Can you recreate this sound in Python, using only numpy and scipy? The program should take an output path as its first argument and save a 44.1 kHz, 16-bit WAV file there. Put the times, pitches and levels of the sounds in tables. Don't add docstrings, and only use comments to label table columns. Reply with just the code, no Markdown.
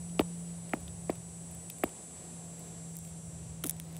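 import sys
import numpy as np
from scipy import signal
from scipy.fft import rfft, irfft, next_fast_len
from scipy.io import wavfile
from scipy.ndimage import uniform_filter1d, map_coordinates

SR = 44100
rng = np.random.default_rng(int(sys.argv[2]) if len(sys.argv) > 2 else 0)


def to_linear_factor(level_db):
    exponent = np.asarray(level_db, float) / 20
    return 10 ** exponent


def generate_wav(sig):
    pcm = np.round(np.clip(np.atleast_2d(sig).T, -1, 1) * 32767).astype(np.int16)
    wavfile.write(sys.argv[1], SR, pcm)


N = 175959

# (frequency [Hz], density [dB per Hz])
AIR = [(110, -34), (190, -0.5), (279, -3), (633, -6.5), (736, -6), (821, -10.5), (1360, -19.5),
       (5000, -21.5), (6500, -30.5), (11000, -120)]
RUMBLE = [(15, -71), (40, -23), (75, 1), (113, -0.5), (139, -3.5), (150, -3.5), (200, -6), (330, -120)]
HISS = [(3000, -86), (5000, -4.5), (7500, 8), (9000, -3), (11000, -22), (12500, -40)]
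# (time [s], frequency [Hz], level [dB])
MACHINE = [(0, 172.9, -42.5), (.25, 171.9, -41.5), (.54, 170.5, -41.5), (.8, 169.9, -48),
           (1.25, 169.1, -48), (1.47, 168.6, -47.5), (1.65, 167.9, -50), (2.0, 168.2, -59.5),
           (2.31, 167.5, -49.5), (2.94, 166.6, -45.5), (3.14, 164.6, -48.5), (3.99, 163.6, -44.5)]
# (frequency [Hz], density [dB per Hz])
TOP_HISS = [(10500, -26), (12500, -8), (14000, -2), (15750, 3), (15900, -40)]
CLOTH = [(8000, -30), (11000, 1), (15700, 2), (15900, -40)]
# (time [s], length [s], level [dB])
FOOT_SHIFTS = [
    (2.57, .14, -80),
    (2.99, .15, -70),
    (3.7, .34, -74),
    (.68, .25, -79),
    (1.49, .08, -77),
]
# (time [s], clear part [dB], blurred part [dB], turned away [0-1])
INSECT_LEVEL = [
    (0, -51, -65, 0),
    (.45, -51.5, -64.5, 0),
    (.75, -53.5, -63, 0),
    (1.05, -52, -64.5, .3),
    (1.5, -51, -66, .7),
    (2, -51.5, -68, 1),
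    (3, -52, -68, 1),
    (3.5, -53.5, -67, 1),
    (3.75, -57.5, -65, .5),
    (3.99, -57.5, -64, .3),
]
# (time [s], pulse rate [Hz])
WING_RATE = [
    (0, 212.68),
    (1, 212.77),
    (2, 212.76),
    (2.8, 212.66),
    (3.05, 212.8),
    (3.62, 212.77),
    (3.75, 212.05),
    (3.99, 211.8),
]
# (multiple of pulse rate, facing level [dB], turned level [dB])
WING_HARMONICS = [(25, -35, -37), (26, -33, -30), (27, -22, -19), (28, -20, -29), (29, -28, -18),
                  (30, -25, -26), (31, -24, -21), (32, -21, -24), (33, -18, -19), (34, -23, -15),
                  (35, -14, -8), (36, -10, -15), (37, -4, -4), (38, -11, -14), (39, -18, -22),
                  (40, -19, -18), (41, -12, -10), (42, -19, -36), (43, -9, -7), (44, -15, -26),
                  (45, -13, -19), (46, -18, -32), (47, -13, -17), (48, -28, -31), (49, -17, -14),
                  (50, -29, -33), (51, -24, -28), (52, -35, -34), (53, -35, -24), (54, -37, -46),
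                  (55, -29, -41), (56, -39, -51), (57, -30, -27), (58, -35, -46), (59, -30, -33),
                  (60, -39, -40), (61, -36, -37), (62, -57, -64), (63, -58, -60)]
# (frequency [Hz], density [dB per Hz])
FAR_BUZZ = [(4500, -40), (5600, -6), (7000, -4.5), (8000, 2), (9500, 1), (10300, -8), (12500, -14),
            (14000, -60)]
# (time [s], peak [dB], low part over high part [dB])
TAP_GRIT = [(0.0954, -53, 0.5), (0.1925, -33, 7), (0.2014, -43, -13), (0.2068, -32, -24),
            (0.6936, -40.5, -9), (0.8036, -43, -19), (0.879, -46, 4.5), (1.0945, -55, 3),
            (1.1012, -40.5, 3), (1.1034, -42, -12), (1.1548, -40, -10), (1.5125, -39.5, -17),
            (1.5479, -37, -22), (1.699, -26.5, -15), (1.7838, -39, -16), (1.8376, -23, -8.5),
            (1.8911, -40, -8.5), (2.1094, -57, -6), (2.594, -37, -25), (2.6784, -49, -20),
            (2.9542, -40, -21), (2.9672, -29, -36), (2.9875, -32.5, -27), (3.0493, -41, -13),
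            (3.0744, -46.5, -7.5), (3.088, -45, -13), (3.8365, -48, -18), (3.948, -46, -9),
            (3.9755, -43, -18)]
STEP_GRIT = [(3.6375, -24, -10), (3.6382, -22.5, -7), (3.6392, -26, -7.5), (3.6399, -29, -3.5),
             (3.6405, -42, -18), (3.6419, -19, -20), (3.6428, -30, -7), (3.6438, -30, -19.0),
             (3.6568, -27, -14), (3.664, -26, -16), (3.6646, -23.5, -36), (3.6655, -26, -19),
             (3.6676, -32.0, -26.0), (3.6683, -30.0, -28), (3.6691, -21, -38), (3.6705, -27.0, -32.0),
             (3.6714, -24, -27), (3.6723, -35, -14), (3.6809, -36, -23.0), (3.681, -38.0, -18.0),
             (3.6864, -30, -15.0), (3.6948, -12, -29), (3.6957, -26, -10), (3.6969, -18.5, -25),
             (3.6977, -19, -25), (3.6989, -28, -19), (3.7084, -19.5, -27), (3.7091, -34, -10),
             (3.7097, -44, -20.0), (3.7653, -41.0, -11.0), (3.7987, -25, -10.5), (3.9134, -50.0, -16.0),
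             (3.927, -41, -18), (3.9574, -45, -4.0), (3.9659, -31.5, -11)]
# (frequency [Hz], width [Hz], level [dB])
TAP_GRAIN = [(5700, 2700, -4), (9870, 1700, 8), (14100, 1000, 7.5)]
TAP_GRAIN_LOW = [(2490, 1390, -1.5), (3770, 690, 0), (4780, 800, -4)]
STEP_GRAIN = [(5900, 1900, -11.5), (9840, 1400, 1), (13800, 3500, -7.5)]
STEP_GRAIN_LOW = [(2050, 1700, -1.5), (3760, 1160, 1), (5750, 1050, -4)]
# (frequency [Hz], density [dB per Hz])
SAND = [(1500, -14), (5000, -4), (9000, 0), (16000, -2)]
SETTLING = [(60, -22), (110, -15), (300, 4), (800, -6), (1500, -21.5), (3500, -26), (6000, -45)]
# (time [s], peak [dB], cushion [Hz], sole [Hz], cushion lag [s])
SLAPS = [
    (0.1934, -13, 310, 660, 0.0032),
    (0.7346, -22, 260, 703, 0.0034),
    (1.0952, -21, 315, 625, 0.0019),
    (1.8358, -19, 323, 633, 0.0022),
    (3.6389, -33, 278, 574, 0.0037),
]
# (edge [Hz], edge [dB], welt [Hz], welt [dB], sole [dB])
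SLAP_PARTS = [
    (2590, -6.5, 1200, -11.5, -6.5),
    (1980, 1.5, 1300, -7.5, 0.5),
    (2020, -11.5, 1030, -11, 0),
    (1910, -3, 1140, -9, 1.5),
    (2860, -4, 1330, -2.5, -7.5),
]
# (edge length [s], edge sag [ratio], cushion length [s], cushion sag [ratio], settling [dB])
ROLLS = [
    (0.00183, 0.32, 0.0062, 0.051, -6.5),
    (0.0017, 0.29, .008, 0.47, 1.5),
    (0.0019, 0.22, 0.00764, 0.49, 1),
    (0.0017, 0.23, .008, 0.45, -1),
    (.0018, 0.22, 0.0092, 0.39, 6),
]


def unit(x):
    return x / np.sqrt(np.mean(x ** 2) + 1e-20)


def along(points, hz):
    f, v = np.transpose(points)
    return np.interp(np.log(hz + 1), np.log(f + 1), v, left=-120, right=-120)


def curves(rows):
    s, *cols = np.transpose(rows)
    return [np.interp(np.arange(N) / SR, s, c) for c in cols]


def wobble(rate):
    knots = rng.standard_normal(int(N * rate / SR) + 4)
    return map_coordinates(knots, [np.arange(N) * rate / SR])


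def filtered(x, response):
    m = next_fast_len(N + SR // 2)
    return irfft(rfft(x, m) * response(np.fft.rfftfreq(m, 1 / SR)), m)[:N]


def noise(spectrum):
    return unit(filtered(rng.standard_normal(N), lambda hz: to_linear_factor(along(spectrum, hz))))


def swell(t, length, skew=1.0):
    return np.sin(np.pi * np.clip(t / length, 0, 1) ** skew)


def burst(t, hz, length, sag):
    u = np.clip(t / length, 0, 1)
    cycles = hz * length * ((1 + sag) * u - sag * u * u)
    return swell(t, length, 0.88) * np.sin(2 * np.pi * cycles)


def resonant(x, peaks, order):
    def response(f):
        total = 0
        for k, (center, width, db) in enumerate(peaks):
            band = 1j * f * width / (center * center - f * f + 1j * f * width)
            total = total + (-1) ** k * to_linear_factor(db) * band
        return total ** order

    click = filtered(np.arange(N) == 0, response)
    return filtered(x, response) / np.abs(click).max()


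def yard():
    air = to_linear_factor(-56 + 0.81 * wobble(2.8) + 0.82 * wobble(12)) * noise(AIR)
    rumble = to_linear_factor(-55 + 3.3 * wobble(3.137)) * noise([*RUMBLE, (190, -12)])
    hiss = to_linear_factor(-67.5 + 0.3 * wobble(6.6)) * noise(HISS)
    return air + rumble + hiss


def hum():
    hz, db = curves(MACHINE)
    turn = 2 * np.pi * np.cumsum(hz + 0.52 * wobble(6.07)) / SR
    return np.sqrt(2) * to_linear_factor(db + 0.87 * wobble(6.19)) * np.sin(turn)


def top_hiss():
    z = signal.stft(noise(TOP_HISS), nperseg=256)[2]
    patches = uniform_filter1d(rng.standard_normal(z.shape), 4, 0)
    patches = uniform_filter1d(patches, 22, 1)
    patch_db, drift_db = 7, 3
    patchy_hiss = signal.istft(z * to_linear_factor(patch_db * unit(patches)), nperseg=256)[1][:N]
    return to_linear_factor(-84 + drift_db * wobble(8.9)) * unit(patchy_hiss)


def foot_shifts():
    time = np.arange(N) / SR
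    shift = sum(to_linear_factor(db) * swell(time - s, length) for s, length, db in FOOT_SHIFTS)
    return shift * noise(CLOTH) * to_linear_factor(4.4 * wobble(150))


def insect():
    (rate,) = curves(WING_RATE)
    clear_db, blur_db, turned = curves(INSECT_LEVEL)
    waver_hz, flutter_hz = 0.075, 60
    fade_slow_db, fade_fast_db, wash_db = 1.5, 0.5, 1
    turn = 2 * np.pi * np.cumsum(rate + waver_hz * wobble(11)) / SR
    lines, halo = np.zeros(N), np.zeros(N)
    for k, facing_db, turned_db in WING_HARMONICS:
        db = facing_db + np.clip(turned, 0, 1) * (turned_db - facing_db)
        tone = np.sqrt(2) * np.sin(k * turn + 2 * np.pi * rng.random())
        fade_db = fade_slow_db * wobble(1.54) + fade_fast_db * wobble(7.13)
        lines += to_linear_factor(db + fade_db) * tone
        halo += to_linear_factor(db) * wobble(flutter_hz) * tone
    blur = unit(halo) + to_linear_factor(wash_db) * noise(FAR_BUZZ)
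    return to_linear_factor(clear_db) * lines + to_linear_factor(blur_db) * blur


def grit(rows, grain, grain_low, crumb_db):
    s, db, low_db = np.transpose(rows)
    crumb_s, scatter_db = 0.0036, -13.5
    delay, scatter, sign = np.moveaxis(rng.random((len(s), 3, 14)), 1, 0)
    delay[:, 0], scatter[:, 0] = 0, 0.5
    after = delay ** 1.3
    level_db = db[:, None] + (after > 0) * crumb_db - 14 * after + scatter_db * 2 * (scatter - 0.5)
    size = to_linear_factor(level_db) * np.sign(sign - 0.5)
    low_size = size * to_linear_factor(np.minimum(low_db, 3))[:, None]
    at = np.round((s[:, None] + 0.00084 + after * crumb_s) * SR).astype(int).ravel()
    high = np.bincount(at, size.ravel(), N)[:N]
    low = np.bincount(at, low_size.ravel(), N)[:N]
    return resonant(high, grain, order=1) + to_linear_factor(3.0) * resonant(low, grain_low, order=2)


def sand():
    time = np.arange(N) / SR
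    dust = sum(to_linear_factor(db) * swell(time - s, 0.012, 0.5) for s, db, *_ in SLAPS)
    scuff = swell(time - 3.64, 0.08)
    hiss = noise(SAND) * to_linear_factor(4.5 * wobble(400))
    return (to_linear_factor(-31) * dust + to_linear_factor(-57) * scuff) * hiss


def settling():
    lag_s, rise_s, t60_s = 0.0098, 0.0023, 0.1
    level = np.zeros(N)
    for (s, db, *_), (*_, settle_db) in zip(SLAPS, ROLLS):
        late = np.maximum(np.arange(N) / SR - s - lag_s, 0)
        level += to_linear_factor(db + settle_db - 60 * late / t60_s) * (1 - np.exp(-late / rise_s))
    return to_linear_factor(-16 + 5.4 * wobble(110)) * level * noise(SETTLING)


def slaps():
    out, time = np.zeros(N), np.arange(N) / SR
    for slap, parts, roll in zip(SLAPS, SLAP_PARTS, ROLLS):
        s, db, cushion_hz, sole_hz, cushion_lag = slap
        edge_hz, edge_db, welt_hz, welt_db, sole_db = parts
        edge_s, edge_sag, cushion_s, cushion_sag, _ = roll
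        t = time - s
        edge = to_linear_factor(edge_db) * burst(t, edge_hz, edge_s, edge_sag)
        welt = to_linear_factor(welt_db) * burst(t - 0.00094, welt_hz, 0.0037, 0.068)
        sole = to_linear_factor(sole_db) * burst(t - 0.00071, sole_hz, 0.0047, 0.17)
        cushion = burst(t - cushion_lag, cushion_hz, cushion_s, cushion_sag)
        thud = to_linear_factor(-22) * burst(t - 0.011, 75.7, 0.032, 0.14)
        out += to_linear_factor(db) * (edge + welt + sole + cushion + thud)
    heel = to_linear_factor(-33) * burst(time - 3.641, 280, 0.032, 0.098)
    return filtered(out + heel + settling() + sand(), lambda hz: (1j * hz / (45 + 1j * hz)) ** 2)


def scene():
    background = yard() + hum() + top_hiss() + foot_shifts() + insect()
    tap_cracks = grit(TAP_GRIT, TAP_GRAIN, TAP_GRAIN_LOW, crumb_db=-13.5)
    step_cracks = grit(STEP_GRIT, STEP_GRAIN, STEP_GRAIN_LOW, crumb_db=-27)
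    return (background + tap_cracks + step_cracks + slaps())[None]


def low_pass(x):
    return signal.sosfilt(signal.butter(12, 16980, fs=SR, output="sos"), x)


def record(dry):
    mix = filtered(dry[0], lambda hz: 1 / (1 + (hz / 16250) ** 80))[None]
    return low_pass(mix)


dry = scene()
out = record(dry)
generate_wav(out)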